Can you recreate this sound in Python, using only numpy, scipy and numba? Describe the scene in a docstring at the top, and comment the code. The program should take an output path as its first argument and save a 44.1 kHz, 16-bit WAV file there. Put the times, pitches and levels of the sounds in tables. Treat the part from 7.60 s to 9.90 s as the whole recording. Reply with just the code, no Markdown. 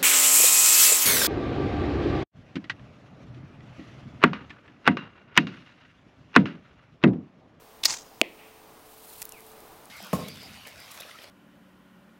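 """Back yard with fences and trees: a longbow is shot into a target, heard in mono by a small camera with a limiter.
Near the microphone, bands of noise rub as the string slips off the glove; decaying sines ring as the arrow chatters.
Its feathers hiss and whistle away as fluttering noise; the target thuds in decaying modes, noise swells as echoes.
Then cloth brushes and gear clicks. Far off: a bird's falling note, traffic noise and a wavering hum."""
import sys
import numpy as np
from scipy import signal
from scipy.fft import rfft, irfft
from scipy.io import wavfile
from scipy.ndimage import uniform_filter1d
from numba import njit

SR = 44100
rng = np.random.default_rng(int(sys.argv[2]) if len(sys.argv) > 2 else 0)


def to_wav(s):
    """Save 16-bit WAV."""
    ch = np.atleast_2d(s).T  # columns
    pcm = np.round(np.clip(ch, -1, 1) * 32767)  # PCM
    wavfile.write(sys.argv[1], SR, pcm.astype(np.int16))


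N = 101429
T = np.arange(N) / SR


def undb(db):
    """Decibels to gain."""
    return 10 ** (np.asarray(db) / 20)


def unit(x):
    """Scale to rms 1."""
    return x / np.sqrt(np.mean(x ** 2))


def curve(rows):
    """Gain over time from (s, dB) points."""
    return undb(np.interp(T, *np.array(rows).T))


def shaped_noise(gain):
    """White noise given a gain at each frequency, at rms 1."""
    return unit(irfft(rfft(rng.standard_normal(N)) * gain, N))


def frequencies():
    """Frequencies of the spectrum in Hz, kept off zero."""
    return np.maximum(np.fft.rfftfreq(N, 1 / SR), 1)


def noise(points):
    """Noise coloured by (Hz, dB) points, joined along log frequency."""
    hz, db = np.array(points).T
    return shaped_noise(undb(np.interp(np.log(frequencies()), np.log(hz), db)))


def band(hz, width):
    """Noise in one resonance, centre and width in Hz."""
    f = frequencies()
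    return shaped_noise(1 / (1 + 1j * (f / hz - hz / f) * hz / width))


def walk(rate):
    """Smooth random wander of rms 1; a higher rate in Hz wanders faster."""
    k = max(int(SR / rate), 1)
    once = uniform_filter1d(rng.standard_normal(N), k)
    return unit(uniform_filter1d(once, k))


def fade(t, t60):
    """Exponential decay from time zero, 60 dB down after t60 seconds."""
    return np.exp(-np.log(1000) * np.maximum(t, 0) / t60)


def swell(start, rise, t60):
    """Envelope: a curved rise, then a decay, all in seconds."""
    return np.clip((T - start) / rise, 0, 1) ** 2 * fade(T - start - rise, t60)


def strike(blows, modes):
    """Blows (s, dB) ring a set of decaying sine modes (Hz, dB, t60 s) of alternating sign."""
    t = T[:SR // 4]
    ring = np.zeros(len(t))
    for k, (hz, db, t60) in enumerate(modes):
        ring += (-1) ** k * undb(db) * np.sin(2 * np.pi * hz * t) * fade(t, t60)
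    push = np.zeros(N)
    for s, db in blows:
        push[int(s * SR)] += undb(db)
    return signal.fftconvolve(push, ring)[:N]


# Hiss of the microphone itself. Each row: frequency in Hz, relative level in dB per Hz.
MICROPHONE_COLOUR = [(1000, -4.5), (3000, 1.5), (6500, -2.5), (7700, -5), (8900, 0), (10000, -6),
                     (13000, -2), (15500, 1)]
MICROPHONE_DB = -57.5


def microphone_hiss():
    """The microphone's own steady noise, with a fixed colour."""
    return undb(MICROPHONE_DB) * noise(MICROPHONE_COLOUR)


# Distant traffic, its swell. Each row: time in seconds, level in dB.
TRAFFIC_SWELL = [(0, -53.5), (.9, -55), (1.3, -55), (1.9, -53.5), (2.15, -51.5), (2.3, -53.5)]
# Colour of the distant traffic. Each row: frequency in Hz, relative level in dB per Hz.
TRAFFIC_COLOUR = [(25, -6.5), (70, -4), (150, -5.5), (300, -2), (450, -4), (750, -0.5), (1100, -4),
                  (1700, -12), (3000, -19), (6000, -29.5)]


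def distant_traffic():
    """Many far engines and tyres blur into coloured noise whose level wanders."""
    unsteady = undb(0.86 * walk(6))  # spread in dB, rate in Hz
    return curve(TRAFFIC_SWELL) * noise(TRAFFIC_COLOUR) * unsteady


HUM_HZ, HUM_DB = 439.6, -62.5


def machine_hum():
    """A faint machine tone wavers slightly in pitch and more slowly in level."""
    hz = HUM_HZ * (1 + 0.0034 * walk(7.3))
    level = undb(HUM_DB + 3.9 * walk(2.8))
    return np.sin(2 * np.pi * np.cumsum(hz) / SR) * level


BIRD_S, BIRD_LENGTH_S, BIRD_HZ, BIRD_END_HZ = 1.715, .08, 2990, 1970
BIRD_DB, BIRD_T60_S = -53.5, 0.22


def far_bird():
    """A single falling whistle, smeared by the trees through a decaying noise response."""
    along = np.clip((T - BIRD_S) / BIRD_LENGTH_S, 0, 1)
    hz = BIRD_HZ * (BIRD_END_HZ / BIRD_HZ) ** along
    note = np.sqrt(4 * along * (1 - along)) * np.sin(2 * np.pi * np.cumsum(hz) / SR)
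    trees = rng.standard_normal(N) * fade(T, BIRD_T60_S)
    smeared = signal.fftconvolve(note, trees / np.linalg.norm(trees))[:N]
    return undb(BIRD_DB) * (note + smeared)


# Cloth brushing after the shot. Each row: time in seconds, level in dB.
CLOTH_SWELL = [(1.1, -68), (1.3, -56.5), (1.5, -49), (1.61, -47.5), (1.645, -53.5), (1.72, -58.5),
               (1.9, -55.5), (2.1, -58), (2.3, -63)]
# Colour of the cloth. Each row: frequency in Hz, relative level in dB per Hz.
CLOTH_COLOUR = [(500, -17), (2000, -6), (4200, -0.5), (6000, -5.5), (9000, 0.5), (12000, 2.5), (15000, 1.5)]


def cloth_brush():
    """Cloth brushes as the arm drops: noise with a quick, uneven level."""
    return curve(CLOTH_SWELL) * noise(CLOTH_COLOUR) * undb(1.76 * walk(120))


# Clicks of string, glove and gear. Each row: start in seconds, level in dB, t60 in seconds, centre in Hz.
CLICK_ROWS = [(0.339, -33, .01, 11000), (0.3385, -30, 0.016, 1690), (1.618, -19.5, 0.0031, 11000),
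              (1.621, -24, 0.0053, 9000), (1.621, -34.5, 0.013, 1700), (1.6266, -26.5, 0.0075, 10000),
              (1.6535, -22.5, 0.0042, 13000), (1.692, -33, .012, 11900), (1.7219, -31, 0.0047, 6950),
              (1.806, -38, 0.0048, 13000), (1.866, -40, .005, 14000), (1.917, -42, .005, 14000),
              (2.004, -39.5, .008, 13000), (2.256, -42, .004, 9000)]
CLICK_WIDTH = 0.77  # share of the centre


def gear_clicks():
    """Small hard parts click: sharp, short bursts of resonant noise."""
    out = np.zeros(N)
    for s, db, t60, hz in CLICK_ROWS:
        out += undb(db) * swell(s, 0.00019, t60) * band(hz, CLICK_WIDTH * hz)
    return out


# Hiss of the feathers on the way out. Each row: frequency in Hz, relative level in dB per Hz.
FEATHER_COLOUR = [(150, -13), (500, -13), (950, -3), (1500, -9), (3000, -8), (4500, -3.5), (6500, 1.5),
                  (8500, -8.5), (10500, -22), (16000, -30)]
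# Whistles of the feathers. Each row: centre in Hz, width in Hz, relative level in dB.
FEATHER_WHISTLES = [(4170, 130, -3.5), (4940, 89, 3), (5530, 76, -2), (6100, 150, -3), (6840, 90, 0),
                    (7560, 110, -14), (8200, 110, -20.5)]
FLIGHT_S, FLIGHT_RISE_S, FLIGHT_T60_S = 0.26, 0.042, 0.27
FLIGHT_DB, FLIGHT_FIRST_DB = -28.5, -9.5  # level of the hiss, and its onset relative to that
WHISTLE_DB, WHISTLE_T60_S, FLUTTER_DB = -36, 0.17, 2.5
FAR_FLIGHT_DB = -64  # steady whistle under the fading one
HIT_S = 0.6146  # ends the flight


def flight():
    """The feathers hiss and whistle, fluttering as the arrow flexes and fading as it leaves."""
    whistle = unit(sum(undb(db) * band(hz, width) for hz, width, db in FEATHER_WHISTLES))
    rise = undb(FLIGHT_FIRST_DB * np.clip(1 - (T - FLIGHT_S) / FLIGHT_RISE_S, 0, 1))
    leaving = fade(T - FLIGHT_S - FLIGHT_RISE_S, FLIGHT_T60_S)
    hiss = undb(FLIGHT_DB) * rise * leaving * noise(FEATHER_COLOUR)
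    whistle_level = undb(WHISTLE_DB) * swell(FLIGHT_S, FLIGHT_RISE_S, WHISTLE_T60_S) + undb(FAR_FLIGHT_DB)
    flutter = undb(FLUTTER_DB * walk(300))
    in_air = (T > FLIGHT_S) * (T < HIT_S)
    return (hiss + whistle_level * whistle) * flutter * in_air


# Rubs close by: string off the glove, shaft on the bow, feathers on the bow.
# Each row: start in seconds, rise in seconds, t60 in seconds, level in dB, centre in Hz, width in Hz.
RUB_ROWS = [(0.2309, 0.0064, 0.023, -22.5, 3620, 1300), (0.2466, 0.0016, .05, -25, 3260, 3500),
            (0.2486, 0.0063, 0.042, -17, 3800, 3200), (0.253, 0.00076, .012, -17, 12400, 7000)]


def release_rubs():
    """String, shaft and feathers slide over glove and bow: friction as swelling bands of noise."""
    out = np.zeros(N)
    for s, rise, t60, db, hz, width in RUB_ROWS:
        out += undb(db) * swell(s, rise, t60) * band(hz, width)
    return out


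# Ring of shaft and bow. Each row: frequency in Hz, relative level in dB, t60 in seconds.
SHAFT_MODES = [(325, -38, 0.11), (899, -34, 0.12), (1182, -40.5, 0.064), (1845, -31, 0.058),
               (2155, -26.5, 0.053), (2950, -36.5, 0.018), (4110, -9, 0.008), (4860, 1, 0.0029),
               (5340, -1, 0.0037), (6850, -8.5, 0.0024)]
# Lighter knocks of string and bow. Each row: time in seconds, level in dB.
LIGHT_KNOCKS = [(0.2374, -11.5), (.2860, -18), (.3066, -11.5)]
CHATTER_S, CHATTER_HZ, CHATTER_DB, CHATTER_T60_S = .2549, 641, 2.5, .03
CHATTER_JITTER = 0.061  # spread of the timing, share of a period


def arrow_chatter():
    """The arrow bounces along the bow in a dying buzz; bounces and knocks ring shaft and bow."""
    chance = rng.standard_normal((12, 2))  # one row a bounce: timing, level
    after = np.arange(len(chance)) / CHATTER_HZ
    times = CHATTER_S + after + CHATTER_JITTER * chance[:, 0] / CHATTER_HZ
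    dying_db = 20 * np.log10(fade(after - 1 / CHATTER_HZ, CHATTER_T60_S))
    levels = CHATTER_DB + dying_db + chance[:, 1]
    return strike(list(zip(times, levels)) + list(LIGHT_KNOCKS), SHAFT_MODES)


# Scattered echoes off the yard and the tree line.
# Each row: delay in seconds, rise in seconds, t60 in seconds, level of the thud in dB, level of the knock in dB.
ECHO_ROWS = [(.004, 0.014, 0.3, -34.5, -37), (.15, 0.03, 1, -61, -54.5)]
# Colour of the echoed thud. Each row: frequency in Hz, relative level in dB per Hz.
THUD_COLOUR = [(100, -27), (230, -3), (350, 1), (650, -8), (1000, -15), (2000, -47)]
# Colour of the echoed knock. Each row: frequency in Hz, relative level in dB per Hz.
KNOCK_COLOUR = [(1200, -35), (1900, -2.5), (2500, 2.5), (3300, -8), (4500, -18.5), (9000, -40)]


def yard_echoes():
    """The yard and the tree line scatter the hit back as swells of low and high noise."""
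    thud, knock = noise(THUD_COLOUR), noise(KNOCK_COLOUR)
    out = np.zeros(N)
    for delay, rise, t60, low_db, high_db in ECHO_ROWS:
        scattered = undb(low_db) * thud + undb(high_db) * knock
        out += swell(HIT_S + delay, rise, t60) * scattered
    return out


# Target face and the arrow in it. Each row: frequency in Hz, relative level in dB, t60 in seconds.
TARGET_MODES = [(230.6, -19.5, .026), (338, -12.5, 0.021), (473, -13.5, 0.016), (646, -13, 0.022),
                (730, -20, 0.022), (1490, -26, 0.0036), (1980, -12.5, 0.0054), (2550, 1, 0.0051),
                (3280, -1, 0.0026), (4550, -8.5, 0.0033), (7600, -14.5, 0.0013)]
HIT_DB, CRACK_DB, CRACK_T60_S = 7, -15, 0.0052


def target_hit():
    """The point cracks in as a short noise burst; the target thumps in damped modes."""
    thump = strike([(HIT_S, HIT_DB)], TARGET_MODES)
    crack = undb(CRACK_DB) * swell(HIT_S, 0.00025, CRACK_T60_S) * band(9300, 14000)
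    return thump + crack


def scene():
    """The shot and its surroundings, in mono."""
    background = microphone_hiss() + distant_traffic() + machine_hum() + far_bird()
    archer = cloth_brush() + gear_clicks()
    shot = flight() + release_rubs() + arrow_chatter() + yard_echoes() + target_hit()
    return (background + archer + shot)[None]


@njit
def follow(x, attack, recover):
    """Peak follower: moves by one share of the gap when rising, another when falling."""
    out, e = np.empty(len(x)), 0.
    for i in range(len(x)):
        e += (x[i] - e) * (attack if x[i] > e else recover)
        out[i] = e
    return out


LIMIT_DB, LIMIT_ATTACK_S, LIMIT_RELEASE_S = -8, 0.00051, 0.17
CLIP_DB, TOP_HZ = -0.5, 15900


def record(dry):
    """A limiter ducks after the loudest peaks, what slips through is rounded, and the top is cut."""
    peak = follow(np.abs(dry[0]), 1 / (LIMIT_ATTACK_S * SR), 1 / (LIMIT_RELEASE_S * SR))
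    limited = dry / np.maximum(peak / undb(LIMIT_DB), 1)
    rounded = undb(CLIP_DB) * np.tanh(limited / undb(CLIP_DB))
    top_cut = signal.ellip(10, .2, 70, TOP_HZ, fs=SR, output="sos")
    return signal.sosfilt(top_cut, rounded)


dry = scene()
out = record(dry)
to_wav(out)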